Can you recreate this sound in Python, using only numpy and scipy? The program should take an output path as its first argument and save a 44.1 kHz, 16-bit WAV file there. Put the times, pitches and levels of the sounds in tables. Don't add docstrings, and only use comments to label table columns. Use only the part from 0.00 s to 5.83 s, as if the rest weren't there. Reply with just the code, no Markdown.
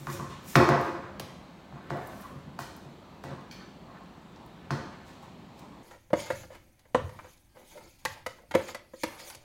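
import sys
import numpy as np
from scipy import signal
from scipy.io import wavfile
from scipy.ndimage import uniform_filter1d

SR = 44100
rng = np.random.default_rng(int(sys.argv[2]) if len(sys.argv) > 2 else 0)


def ratio(d):
    e = np.asarray(d, float) / 20
    return 10 ** e


def master_out(mix):
    frames = np.transpose(np.atleast_2d(mix))
    ceiling = np.clip(frames, -1, 1)
    pcm = np.round(ceiling * 32767).astype(np.int16)
    wavfile.write(sys.argv[1], SR, pcm)


N = 257103

# start in seconds, crack peak in dB, contact time in ms,
# deck thud in dB, wood ring in dB.
KNOCKS = [
    (0.0699, -25.5, 0.63, -30, -45),
    (0.1974, -31.5, 0.64, -30, -38.5),
    (0.5549, -5, 0.52, -9.5, -14.5),
    (0.6895, -12.5, 0.67, -16.5, -16),
    (1.1986, -30.5, 1, -41, -42),
    (1.7242, -41, 0.76, -36.5, -54),
    (1.9044, -24, 0.64, -27, -29.5),
    (2.59, -25, 0.7, -39, -39),
    (3.239, -33.5, 0.64, -38.5, -35),
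    (4.7057, -20, 0.63, -22, -30),
]
# frequency in Hz, level in dB, t60 in seconds.
THUD_MODES = [(140.6, 3, 0.15), (108.2, -12.5, 0.17), (83.8, -20, 0.23), (230.4, -11, 0.26)]
# frequency in Hz, level in dB, t60 in seconds.
WOOD_MODES = [(486.7, -10, 0.06), (538, 3.5, 0.079), (581.8, -9.5, 0.15), (610.7, 6.5, 0.068),
              (659.2, -1.5, 0.043), (695, 6.5, 0.062), (764, -1.5, 0.041), (851.3, 0, 0.078)]
# frequency in Hz, level in dB, t60 in seconds.
HIGH_MODES = [(994.6, -3, 0.046), (1075.6, -6.5, 0.076), (1139, -18.5, 0.22), (1227.5, -12.5, 0.098),
              (1345, -0.5, 0.019), (1420, 0, 0.021), (1627, -5.5, 0.04), (1965, -10, 0.042),
              (2240, -20, 0.024), (2490, -8.5, 0.017)]


def evened(x):
    return x / np.sqrt(np.mean(x ** 2) + 1e-20)


def read(points, hz):
    f, value = np.transpose(points)
    return np.interp(np.log(hz + 1), np.log(f + 1), value)


def add(mix, s, sound):
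    part = mix[round(s * SR):][:len(sound)]
    part += sound[:len(part)]


def band(x, lo_hz, hi_hz, order=2):
    edges_hz = [lo_hz, min(hi_hz, SR / 2.1)]
    return signal.sosfilt(signal.butter(order, edges_hz, "band", fs=SR, output="sos"), x)


def clumped(x, depth_db, size):
    drift = uniform_filter1d(rng.standard_normal(x.shape), size=size)
    return x * ratio(depth_db * evened(drift))


def swell(s, rise_s, fall_s):
    t = np.arange(N) / SR - s
    return ratio(-20 * np.maximum(-t / rise_s, t / fall_s))


def ring(modes, t, balance_db, rise_s):
    out = np.zeros(len(t))
    for (hz, db, t60), shift_db in zip(modes, balance_db):
        out += ratio(db + shift_db - 60 * t / t60) * np.sin(2 * np.pi * hz * t)
    out = out * (1 - np.exp(-t / rise_s)) ** 2
    return out / abs(out).max()


def cracks():
    out, t = np.zeros(N), np.arange(SR // 50) / SR
    for s, db, contact_ms, *_ in KNOCKS:
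        u = t * 1000 / contact_ms
        turns = 0.3 * u + 2.1 * (1 - np.exp(-u / 2.1))
        envelope = (u / 1.83) * np.exp(1 - u / 1.25)
        add(out, s + 0.00059, -ratio(db + 6.5) * np.sin(2 * np.pi * turns) * envelope)
    slab = np.roll(band(out, 250, 880, order=3), -SR // 220)
    return out + ratio(-28) * slab


def knocks():
    # start in seconds, high ring peak in dB, deck thud in dB,
    # wood ring in dB.
    cushioned = [(0.0, -44, -36.5, -55), (0.1062, -39, -43, -45), (0.3002, -29.5, -39.5, -48),
                 (0.5795, -20, -12, -19), (0.6, -8, -31, -16.5), (0.6396, -22, -44, -21.5),
                 (0.7197, -9, -45, -32), (0.7444, -17.5, -27, -18.5), (0.7749, -44, -28, -36),
                 (0.799, -36.5, -29.5, -29), (0.8594, -22.5, -38.5, -30.5), (0.9502, -28.5, -57, -37),
                 (1.0285, -29, -63, -51), (1.0894, -37, -68, -43), (1.2726, -34.5, -44, -50),
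                 (1.7573, -34.5, -53, -42.5), (1.959, -30, -48, -31.5), (2.0128, -32.5, -48, -41),
                 (2.099, -42, -46, -42), (2.2282, -33.5, -46, -50), (2.3412, -41, -40, -60),
                 (2.4594, -44, -40, -68), (2.8548, -46, -41.5, -47.5), (3.3034, -30.5, -35.5, -42),
                 (3.3697, -35, -41, -49), (3.8852, -38, -49, -46.5), (4.0051, -38.5, -60, -49),
                 (4.7667, -27.5, -33, -36), (5.593, -43.5, -49, -52)]
    # frequency in Hz, level in dB, t60 in seconds.
    low_modes = [(355.2, -4.5, 0.15), (303.5, -1, 0.091), (436, -17.5, 0.33)]
    dull_db = 0.6
    blows = [(s, db - 13.5, thud_db, wood_db, 0) for s, db, _, thud_db, wood_db in KNOCKS]
    blows += [(s, db - 10.5, thud_db, wood_db, dull_db) for s, db, thud_db, wood_db in cushioned]
    rings, thuds = np.zeros((2, N))
    t = np.arange(SR // 2) / SR
    for s, high_db, thud_db, wood_db, loss_db in blows:
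        spot = rng.standard_normal(10)
        high_balance_db = 2.8 * spot - loss_db * np.arange(10)
        low_db = (thud_db + wood_db) / 2 - 5.5
        add(rings, s, ratio(high_db) * ring(HIGH_MODES, t, high_balance_db, 0.0029))
        add(rings, s, ratio(wood_db + 1) * ring(WOOD_MODES, t, 1.1 * spot[::-1], 0.0014))
        add(rings, s, ratio(low_db) * ring(low_modes, t, 1.2 * spot, 0.0045))
        add(thuds, s, ratio(thud_db + 3) * ring(THUD_MODES, t, 2.2 * spot, 0.0115))
    return rings, thuds


def ticks():
    # start in seconds, snap peak in dB, top band in dB, length as t60 in seconds.
    contacts = [(0.0685, -24, -52, 0.026), (0.1, -23.5, -46, 0.028), (0.2988, -48, -59, 0.025),
                (0.5547, -1.5, -38, 0.04), (0.5663, -32, -30, 0.031), (0.6891, -11, -36, 0.028),
                (0.8115, -29, -41, 0.025), (1.197, -16.5, -31.5, 0.038), (1.9009, -28, -60, 0.075),
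                (1.9694, -51, -52, 0.035), (2.0716, -49, -40, 0.033), (2.2104, -49, -43, 0.033),
                (2.2203, -33, -47, 0.03), (2.59, -23, -63, 0.022), (2.7647, -39, -42, 0.026),
                (3.237, -31, -51.5, 0.069), (3.4081, -40, -68, 0.066), (3.5128, -34, -58, 0.04),
                (3.919, -44, -75, 0.03), (4.058, -45, -75, 0.04), (4.3596, -34, -74, 0.022),
                (4.4614, -48, -51, 0.03), (4.652, -44, -72, 0.03), (4.7062, -19.5, -51, 0.056),
                (5.2254, -53, -60, 0.034), (5.5916, -36, -52, 0.04)]
    clicks, grit = np.zeros((2, N))
    t = np.arange(SR // 5) / SR
    for s, snap_db, top_db, t60 in contacts:
        impulse = 1.58 * (t == 0)
        burst = 0.6 * rng.standard_normal(len(t)) * ratio(-60 * t / t60)
        for mix, x in ((clicks, impulse), (grit, burst)):
            middle = band(x, 1420, 5860, order=3)
            top = 0.25 * band(x, 3670, 8700, order=3) + 1.03 * band(x, 9700, 24000, order=3)
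            add(mix, s, ratio(snap_db - 10) * middle + ratio(top_db - 1.5) * top)
    return clicks, grit


def slides():
    # loudest moment in seconds, rise in seconds, fall in seconds, hiss in dB,
    # fineness of the grit in dB.
    strokes = [(0.0, .01, 0.091, -52.5, -0.5), (0.128, 0.077, 0.071, -42.5, 1.5),
               (0.304, 0.026, 0.089, -53.5, -9), (0.49, 0.056, .16, -42.5, 3),
               (0.559, 0.0059, 0.01, -30.5, -2), (0.86, 0.14, 0.078, -56, -0.5),
               (1.202, 0.0079, 0.054, -52.5, -10), (1.903, .004, 0.07, -57, -8),
               (2.07, 0.23, 0.15, -61.5, 0), (2.21, 0.22, 0.15, -59.5, 5), (2.59, 0.0017, 0.078, -43.5, 1),
               (3.245, 0.009, .11, -56, -7), (3.516, .01, 0.066, -58.5, 4), (4.713, .004, 0.1, -50.5, -5.5),
               (5.07, .04, 0.15, -59, -5), (5.23, 0.022, 0.058, -60.5, -4), (5.594, 0.063, 0.064, -59, -5)]
    out = np.zeros(N)
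    grains = rng.standard_normal((3, N)) * ratio(4.9 * np.minimum(rng.exponential(1, N), 4))
    hiss = evened(band(grains[0], 4800, 8500))
    top = evened(band(grains[1], 10000, 16500))
    scrape = band(grains[2], 1910, 4410, order=3)
    rubber = 1.3 * band(scrape, 2320, 2370) + 0.28 * band(scrape, 4920, 4930)
    scrape = evened(scrape + rubber)
    for s, rise_s, fall_s, db, fine_db in strokes:
        grit = hiss + ratio(fine_db - 1) * top + ratio(-3.5 - 1.28 * fine_db) * scrape
        out += ratio(db - 8.5) * swell(s, rise_s, fall_s) * grit
    return out


def rattles():
    # start in seconds, rattle in dB, length as t60 in seconds, dullness in dB per mode.
    jolts = [
        (0.558, -40, 0.34, -1),
        (2.591, -56, 0.36, -1.5),
        (3.512, -50.5, 0.11, -1),
        (4.362, -70, .03, -1.2),
        (4.711, -52.5, 0.25, -2.2),
    ]
    # frequency in Hz, level in dB, t60 in seconds.
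    metal_modes = [(1830, -2, .009), (2300, 1.5, .011), (3260, -1.5, .007), (3570, -1.5, .007),
                   (4280, -0.5, .008), (4470, -4, 0.0086), (5103, -4, 0.0082), (5740, -11, 0.0067)]
    out, t, short = np.zeros(N), np.arange(SR // 2) / SR, np.arange(SR // 10) / SR
    for s, db, t60, dull_db in jolts:
        taps = rng.standard_normal(len(t)) * (rng.random(len(t)) < 700 / SR)
        taps[0] = 2.64
        metal = ring(metal_modes, short, -dull_db * np.arange(len(metal_modes)), 0.0001)
        swarm = evened(signal.fftconvolve(taps, metal)[:len(t)])
        add(out, s, ratio(db - 60 * t / t60) * swarm)
    return out


def rolling():
    # loudest moment in seconds, rise in seconds, fall in seconds, rumble in dB,
    # mid rattle against rumble in dB.
    passes = [(0.12, .12, 0.5, -33, -5), (0.2, 0.087, 0.13, -36, -23), (0.72, 0.16, 0.35, -30.5, 5.5),
              (1.07, 0.32, 0.91, -42.5, -14), (1.96, 0.27, 0.53, -36, -2), (2.35, .3, 0.25, -40.5, -26),
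              (2.7, 0.18, .35, -42.5, -9), (3.3, 0.12, .12, -35, -8), (3.64, 0.32, 0.14, -42.5, -3),
              (3.95, 0.14, 0.42, -50, -0.5), (4.85, 0.52, 0.47, -38.5, -3.5),
              (5.25, 0.037, .12, -40.5, -12), (5.798, 0.66, .3, -53.5, -9)]
    out = np.zeros(N)
    short = np.arange(SR // 4) / SR
    rough = clumped(rng.standard_normal((3, N)), 2.5, 1800)
    thud = ring(THUD_MODES, 2.367 * short, [-9.5, 8.0, 14.5, 1], 0.0029)
    wood = ring(WOOD_MODES + HIGH_MODES, 2.5 * short, np.zeros(18), 0.0012)
    boom = evened(band(rough[0], 73, 127))
    rumble = evened(signal.oaconvolve(rough[1], thud)[:N])
    rattle = evened(signal.oaconvolve(rough[2], wood)[:N])
    for s, rise_s, fall_s, db, rattle_db in passes:
        wheels = ratio(-2) * boom + rumble + ratio(rattle_db) * rattle
        out += ratio(db - 12.5) * swell(s, rise_s, fall_s) * wheels
    return out


def trucks():
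    # loudest moment in seconds, rise in seconds, fall in seconds, axle hum in dB,
    # kingpin chatter in dB.
    chatter = [
        (0.076, .005, 0.13, -50, -41),
        (0.21, 0.036, .2, -62, -41),
        (1.96, 0.067, 0.24, -32.5, -48),
        (2.128, .1, 0.071, -53, -70),
        (2.246, 0.16, 0.23, -73, -50),
    ]
    out = np.zeros(N)
    jolts = clumped(rng.standard_normal((2, N)), 1.86, 900)
    axle = evened(band(jolts[0], 630, 758))
    kingpin = evened(band(jolts[1], 990, 1162))
    for s, rise_s, fall_s, axle_db, kingpin_db in chatter:
        metal = ratio(axle_db - 7) * axle + ratio(kingpin_db - 0.5) * kingpin
        out += swell(s, rise_s, fall_s) * metal
    return out


def stand():
    # loudest moment in seconds, rise in seconds, fall in seconds, level in dB.
    hits = [
        (0.1, 0.018, 0.33, -46.5),
        (0.585, .02, 0.21, -21.5),
        (0.89, .07, .22, -37),
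    ]
    pipe = evened(band(rng.standard_normal(N), 340, 368))
    return sum(ratio(db) * swell(s, rise_s, fall_s) * pipe for s, rise_s, fall_s, db in hits)


def grunts():
    # loudest moment in seconds, rise in seconds, fall in seconds, level in dB.
    shifts = [
        (4.364, .004, .35, -55),
        (5.229, .005, 0.17, -51),
        (5.64, .1, 0.3, -57),
    ]
    slips = clumped(rng.standard_normal(N), 3.5, 500)
    wood = evened(band(slips, 790, 1060))
    return sum(ratio(db) * swell(s, rise_s, fall_s) * wood for s, rise_s, fall_s, db in shifts)


def garage(x):
    # frequency in Hz, t60 in seconds.
    decay = [(80, 0.66), (250, 0.66), (1000, 0.71), (4000, 0.76), (8000, 0.77), (15000, 0.4)]
    # frequency in Hz, level in dB.
    colour = [(80, 1), (300, -1.5), (1000, 3), (2500, 5.5), (6000, 3), (15000, -2.5)]
    # delay in seconds, level in dB.
    echoes = [(.0028, -10.5), (.0082, -50), (0.015, -11), (0.023, -36.5), (0.025, -37)]
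    taps = np.zeros(3 * SR // 2)
    at = np.arange(200, len(taps) - 10, 10)
    taps[at + rng.integers(0, 10, len(at))] = rng.choice([-1.0, 1.0], len(at))
    hz, t, z = signal.stft(taps, SR, nperseg=256)
    z = z * ratio(read(colour, hz)[:, None] - 60 * t / read(decay, hz)[:, None])
    tail = signal.istft(z, SR, nperseg=256)[1][:len(taps)]
    tail = tail * (1 - np.exp(-np.arange(len(tail)) / SR / 0.0056))
    tail = ratio(0.5) * tail / np.linalg.norm(tail)
    for s, db in echoes:
        add(tail, s, ratio([db]))
    return signal.fftconvolve(x, tail)[:N]


def hum():
    # frequency in Hz, level in dB per Hz.
    spectrum = [(15, -30), (53, 0), (97, -8.5), (180, 3), (300, -4.5), (476, -10.5), (840, -9),
                (1150, -12.5), (1500, -19.5), (4400, -25), (5100, -33), (7900, -35.5), (8700, -42),
                (16000, -43.5)]
    frames, hz = N // 512 + 5, np.fft.rfftfreq(2048, 1 / SR)
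    a, b, patches = rng.standard_normal((frames, 1025, 3)).T
    patches = uniform_filter1d(patches, size=16, axis=0)
    patches = evened(uniform_filter1d(patches, size=10, axis=1))
    z = (a + 1j * b) * ratio(read(spectrum, hz)[:, None] + 1.26 * patches)
    return ratio(-50) * evened(signal.istft(z, nperseg=2048, noverlap=1536)[1][:N])


def scene():
    crack = cracks()
    rings, thuds = knocks()
    clicks, grit = ticks()
    scuffs = slides() + rattles()
    direct = 0.71 * crack + 0.79 * rings + 0.55 * thuds + 0.19 * clicks + 1.21 * grit + scuffs
    reflected = 0.38 * crack + rings + 0.076 * thuds + 2.17 * clicks + 0.25 * grit + scuffs
    resonances = rolling() + trucks() + stand() + grunts()
    return (direct + garage(reflected) + resonances + hum())[None]


def low_pass(x):
    return signal.sosfilt(signal.butter(12, 16600, fs=SR, output="sos"), x)


def record(dry):
    cut = signal.sosfilt(signal.butter(4, 41, "high", fs=SR, output="sos"), dry)
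    edge = signal.firwin(401, 15950, window=("kaiser", 8), fs=SR)
    return low_pass(signal.oaconvolve(cut, edge[None], "same"))


dry = scene()
out = record(dry)
master_out(out)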